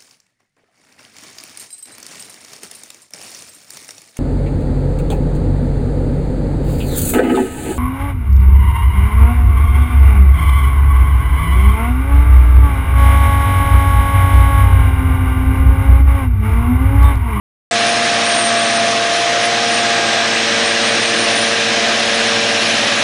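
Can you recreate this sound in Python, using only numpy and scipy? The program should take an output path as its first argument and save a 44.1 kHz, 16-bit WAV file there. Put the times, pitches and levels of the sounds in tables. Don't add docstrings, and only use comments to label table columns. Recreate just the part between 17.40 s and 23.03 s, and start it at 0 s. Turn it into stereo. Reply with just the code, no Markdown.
import sys
import numpy as np
from scipy import signal
from scipy.io import wavfile
from scipy.ndimage import uniform_filter1d

SR = 44100
rng = np.random.default_rng(int(sys.argv[2]) if len(sys.argv) > 2 else 0)


def digitize_waveform(pressure):
    field = np.atleast_2d(pressure).T
    bounded = np.clip(field, -1, 1)
    quanta = np.round(bounded * 32767).astype(np.int16)
    wavfile.write(sys.argv[1], SR, quanta)


def rack_gain(trim_db):
    fader = np.asarray(trim_db, float)
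    return 10 ** (fader / 20)


N = 248283
T = np.arange(N) / SR
AWAY = np.linspace(-.5, .5, N)
START_S = .311

# (time [s], firing rate [Hz])
FIRING_RATE = [(.31, 115.5), (.65, 115.75), (1.2, 114.4), (1.55, 114.1), (2.1, 116.3), (2.35, 116.3),
               (2.75, 114.7), (2.95, 114.65), (3.2, 114.87), (5.3, 114.82), (5.63, 115.1)]


def evened(x):
    return x / np.sqrt(np.mean(abs(x) ** 2) + 1e-20)


def curve(rows):
    s, value = np.transpose(rows)
    return np.interp(T, s, value)


def smooth(rows):
    return uniform_filter1d(curve(rows), size=6000)


def swells(rows, axis=2):
    t = T[::64]
    total = 0
    for row in rows:
        phase = np.clip((t - row[0]) / row[1], -.5, .5)
        total = total + row[axis] * np.cos(np.pi * phase) ** 2
    return np.interp(T, t, total)


def drift(width_hz):
    r = np.exp(-np.pi * width_hz * 8 / SR)
    z = [1, 1j] @ rng.standard_normal((2, (N + SR) // 8 + 1))
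    z = signal.lfilter([1], np.convolve([1, -r], [1, -r]), z)
    return evened(np.interp(T + 1, np.arange(len(z)) * 8 / SR, z))


def tone(hz, db, rough, width_hz):
    cycles = np.cumsum(hz * np.ones(N)) / SR + rng.random()
    carrier = np.exp(2j * np.pi * cycles)
    rough = np.clip(rough, 0, 1)
    waver = np.sqrt(1 - rough ** 2) + rough * drift(width_hz)
    return np.sqrt(2) * rack_gain(db) * (carrier * waver).real


def faint(lines, unit_hz):
    far = np.clip(2.5 * AWAY + .5, 0, 1)
    return sum(tone(k * unit_hz, 1.5 + near_db + (far_db - near_db) * far, rough=.35, width_hz=4)
               for k, near_db, far_db in lines)


def facing(pairs, changes):
    # (time [s], turn [0 = side on, 1 = head on])
    nose = [
        (.31, 0),
        (2.1, 0.02),
        (2.83, .17),
        (2.845, .93),
        (3.2, 1),
        (5.63, 1),
    ]
    turn = curve(nose)
    return [side_db + (head_db - side_db) * turn + swells(rows)
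            for (side_db, head_db), rows in zip(pairs, changes)]


def read(points, hz):
    f, db = np.transpose(points)
    return np.interp(np.log(hz + 1), np.log(f), db)


def band(lo_hz, hi_hz, count):
    sos = signal.butter(8, [lo_hz, hi_hz], "bandpass", fs=SR, output="sos")
    return evened(signal.sosfilt(sos, rng.standard_normal(count + 500))[500:])


def exhaust():
    # (side on [dB], head on [dB])
    orders = [(-33.5, -30.5), (-40, -39.5), (-31, -27.5), (-44.5, -27.5), (-19.5, -30), (-38, -43)]
    # (middle [s], length [s], change [dB])
    echo = [
        [(1.3, 0.97, 4.5), (1.82, 0.79, -9), (4.15, 0.24, -7)],
        [(1.87, .4, -9), (2.9, 3, 5), (3.85, 0.44, 5.5)],
        [(1.15, 1, -3.5), (2.22, 0.45, 4), (2.9, 0.49, -2), (4.6, 0.47, -4), (5.6, 0.91, -14)],
        [(1.35, .6, 12), (2.05, 0.54, 13), (3.62, 0.19, -4), (4.2, 0.23, -4), (2.65, .3, 10), (2.95, 0.31, -10)],
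        [(.85, 0.29, -4), (2.18, 0.27, -4), (2.7, 0.23, -5), (4, 0.43, 4), (3.6, .2, -13), (4.45, 0.3, 6.5),
         (4.93, 0.24, -15), (5.5, 0.69, -9)],
        [(2.2, .5, 7.5), (2.6, 0.59, 10), (3.5, .3, 10)],
    ]
    # (multiple of crank speed [-], near [dB], far [dB])
    crank = [(20, -52, -45), (24, -49, -45), (26, -50, -45), (27, -47, -46), (30, -40, -48), (32, -42, -45),
             (33, -45, -46), (36, -47, -52), (42, -40, -39), (52, -43, -40)]
    # (multiple of crank speed [-], resting level [dB])
    mesh_lines = [(28, -60), (30, -60), (42, -60), (52, -60)]
    # (middle [s], length [s], change [dB])
    mesh_swells = [
        (1.7, 1.2, 24),
        (1.25, 1.2, 24),
        (2.7, 2, 26),
        (3, 2.2, 26),
    ]
    hz = smooth(FIRING_RATE)
    strong = sum(tone(k * hz, db, rough=.15, width_hz=18)
                 for k, db in enumerate(facing(orders, echo), 2))
    mesh = sum(tone(k * hz / 3, db + swells([bump]), rough=.4, width_hz=8)
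               for (k, db), bump in zip(mesh_lines, mesh_swells))
    return strong + faint(crank, hz / 3) + mesh


def shafts():
    # (side on [dB], head on [dB])
    hums = [
        (-47.5, -43),
        (-40, -40.5),
        (-39.5, -37),
    ]
    # (middle [s], length [s], change [dB])
    beats = [
        [(.8, .4, 5.5), (2.95, .5, -9)],
        [(.85, .35, -12), (1.72, .25, -9), (3.72, 0.18, -12), (4.12, .2, -9), (4.65, .8, -13)],
        [(.65, 0.83, 4), (1.85, .7, -11), (3, .3, -10)],
    ]
    # (multiple of disc speed [-], near [dB], far [dB])
    discs = [(1, -56, -58), (3, -53, -54), (8, -52, -46), (10, -43, -48), (12, -48, -43), (14, -50, -45),
             (16, -47, -47), (19, -52, -47), (20, -41, -50)]
    # (frequency [Hz], near [dB], far [dB])
    gears = [(175, -50, -49), (623, -40, -42), (5362, -46, -46)]
    disc_hz, fan_hz = 53.37, 58.6
    speed = smooth(FIRING_RATE)
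    speed = speed / speed.mean()
    hum_hz = (2 * disc_hz, 2 * fan_hz, 4 * disc_hz)
    hum = sum(tone(hz * speed, db, rough=.2, width_hz=6)
              for hz, db in zip(hum_hz, facing(hums, beats)))
    return hum + faint(discs, disc_hz * speed) + faint(gears, speed)


def turbo():
    # (time [s], blade tone [Hz])
    blade_tone = [(.31, 9260), (.5, 9260), (.9, 8960), (1.12, 8870), (1.4, 8990), (1.75, 9380), (2.0, 9490),
                  (2.15, 9310), (2.5, 8550), (2.7, 8315), (2.9, 8330), (3.3, 8660), (3.6, 8890),
                  (4.1, 9165), (4.7, 9465), (5.3, 9725), (5.63, 9815)]
    # (middle [s], length [s], change [dB])
    flares = [(.45, 0.68, 7.5), (.99, 0.31, 5.5), (1.28, 0.38, 4.5), (1.77, 0.2, 8.5), (2.05, 0.13, 7),
              (2.17, .12, -6), (2.36, 0.13, 3), (2.47, 0.1, -1), (3.27, .15, 5), (3.5, 0.13, 2),
              (3.71, .12, -6), (3.82, 0.11, 9), (4, 0.21, 7.5), (4.4, .4, -7), (4.72, 0.44, 6),
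              (5.32, .2, 2)]
    # (middle [s], length [s], change [Hz], change [dB])
    skirt_lean = [
        (1.1, .8, -300, 2.5),
        (4, .5, 200.5, 0.5),
    ]
    hz = smooth(blade_tone)
    resonance_db = 7.5 * np.exp(-((hz - 8920) / 230) ** 2)
    fading_db = 2.2 * drift(20).real
    db = -41.5 + resonance_db + swells(flares) + fading_db
    whistle = tone(hz, np.maximum(db, -44.5) + .6, rough=.64, width_hz=110)
    duct_db = -5 * np.clip((hz - 8950) / 400, -1.3, 1.3) ** 2
    skirt_db = uniform_filter1d(db, size=4000) - 2.5 + duct_db + swells(skirt_lean, axis=3)
    skirt_hz = hz + 45 + swells(skirt_lean)
    return whistle + tone(skirt_hz, skirt_db, rough=.99, width_hz=460)


def roar():
    # (frequency [Hz], density [dB
    # per Hz])
    roar_spectrum = [(30, -76), (65, -73), (95, -67), (150, -65), (250, -54), (330, -53.5), (420, -59.5),
                     (530, -52), (640, -50), (780, -52.5), (950, -58), (1180, -52.5), (1440, -54.5),
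                     (1600, -49), (1980, -50), (2080, -53), (2450, -50.5), (2900, -52), (4050, -53), (4650, -57.5),
            (5300, -55.5), (6400, -59.5), (7250, -66), (8300, -68.5), (9200, -70), (10100, -75.5)]
    # (frequency [Hz], change [dB])
    retreat = [(200, -2.5), (410, 4), (620, -0.5), (950, 0.5), (1170, -3), (1500, -0.3), (2500, 2),
               (4000, 1), (9000, -0.5)]
    # (time [s], level [dB])
    roar_level = [
        (.31, -20.5),
        (.36, -17),
        (1.33, -18),
        (1.8, -18),
        (3.1, -16.5),
        (4.45, -16.5),
        (5.63, -16),
    ]
    frames, hz = N // 256 + 5, np.fft.rfftfreq(1024, 1 / SR)
    a, b, patches = rng.standard_normal((frames, 513, 3)).T
    patches = uniform_filter1d(patches, size=8, axis=0)
    patches = evened(uniform_filter1d(patches, size=8, axis=1))
    cells = rng.random((513 // 9, frames // 4 + 1)) < .03
    gaps = np.kron(cells, np.ones((9, 4)))[:, :frames] * (hz[:, None] > 4500)
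    patches = patches - 13 * gaps
    distance = np.linspace(-.5, .5, frames)
    colour_db = read(roar_spectrum, hz)[:, None] + np.outer(read(retreat, hz), distance)
    spectrum = (a + 1j * b) * rack_gain(colour_db + .8 * patches)
    x = signal.istft(spectrum, nperseg=1024, noverlap=768)[1][:N]
    sos = signal.butter(4, [1400, 7000], "bandpass", fs=SR, output="sos")
    mids = signal.sosfilt(sos, x)
    level_db = curve(roar_level) + 0.57 * drift(60).real
    return x / np.sqrt(uniform_filter1d(mids ** 2, size=SR // 2)) * rack_gain(level_db)


def cowl():
    # (middle [s], length [s], change [dB], change [Hz])
    cavity = [
        (1.5, .7, 2, 90),
        (2.55, 1.1, 8.5, -95),
        (3.3, 1.1, 6, 200),
        (4.2, .6, -2, 28.5),
        (4.7, 0.49, 5, 91),
    ]
    return tone(1711 + swells(cavity, axis=3), -37 + swells(cavity), rough=0.95, width_hz=220)


def start_spit(after):
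    spit = rack_gain(-29.5) * band(7200, 8500, count=N) + rack_gain(-50.5) * band(9900, 10900, count=N)
    return spit * np.clip((.04 - after) / 0.0091, 0, 1)


def channel_splits():
    # (time [s], low edge [Hz], high edge [Hz], level [dB])
    splits = [(1.141, 5170, 6340, -31), (1.211, 5700, 7000, -34), (1.582, 4650, 5700, -29),
              (1.768, 4000, 5030, -33), (1.931, 7600, 9700, -36), (2.998, 5130, 6400, -29),
              (2.999, 7600, 9200, -41), (3.975, 5600, 6940, -31)]
    sides = np.zeros((2, N))
    for s, lo_hz, hi_hz, db in splits:
        at = round(s * SR) - 1024
        burst = rack_gain(db) * band(lo_hz, hi_hz, count=2048) * np.hanning(2048)
        sides[:, at:at + 2048] += np.outer([1, -1], burst)
    return sides


def scene():
    return np.tile(exhaust() + shafts() + turbo() + roar() + cowl(), (2, 1))


def band_limit(x):
    return signal.sosfilt(signal.butter(12, 10900, fs=SR, output="sos"), x)


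def record(dry):
    edge = signal.firwin(1023, 10045, window=("kaiser", 11), fs=SR)
    limited = np.tanh(dry / 0.93) * 0.97
    wet = signal.oaconvolve(limited, edge[None], "same")
    after = T - START_S
    wet = (wet + start_spit(after)) * (after > 0)
    return band_limit(wet + channel_splits())


dry = scene()
out = record(dry)
digitize_waveform(out)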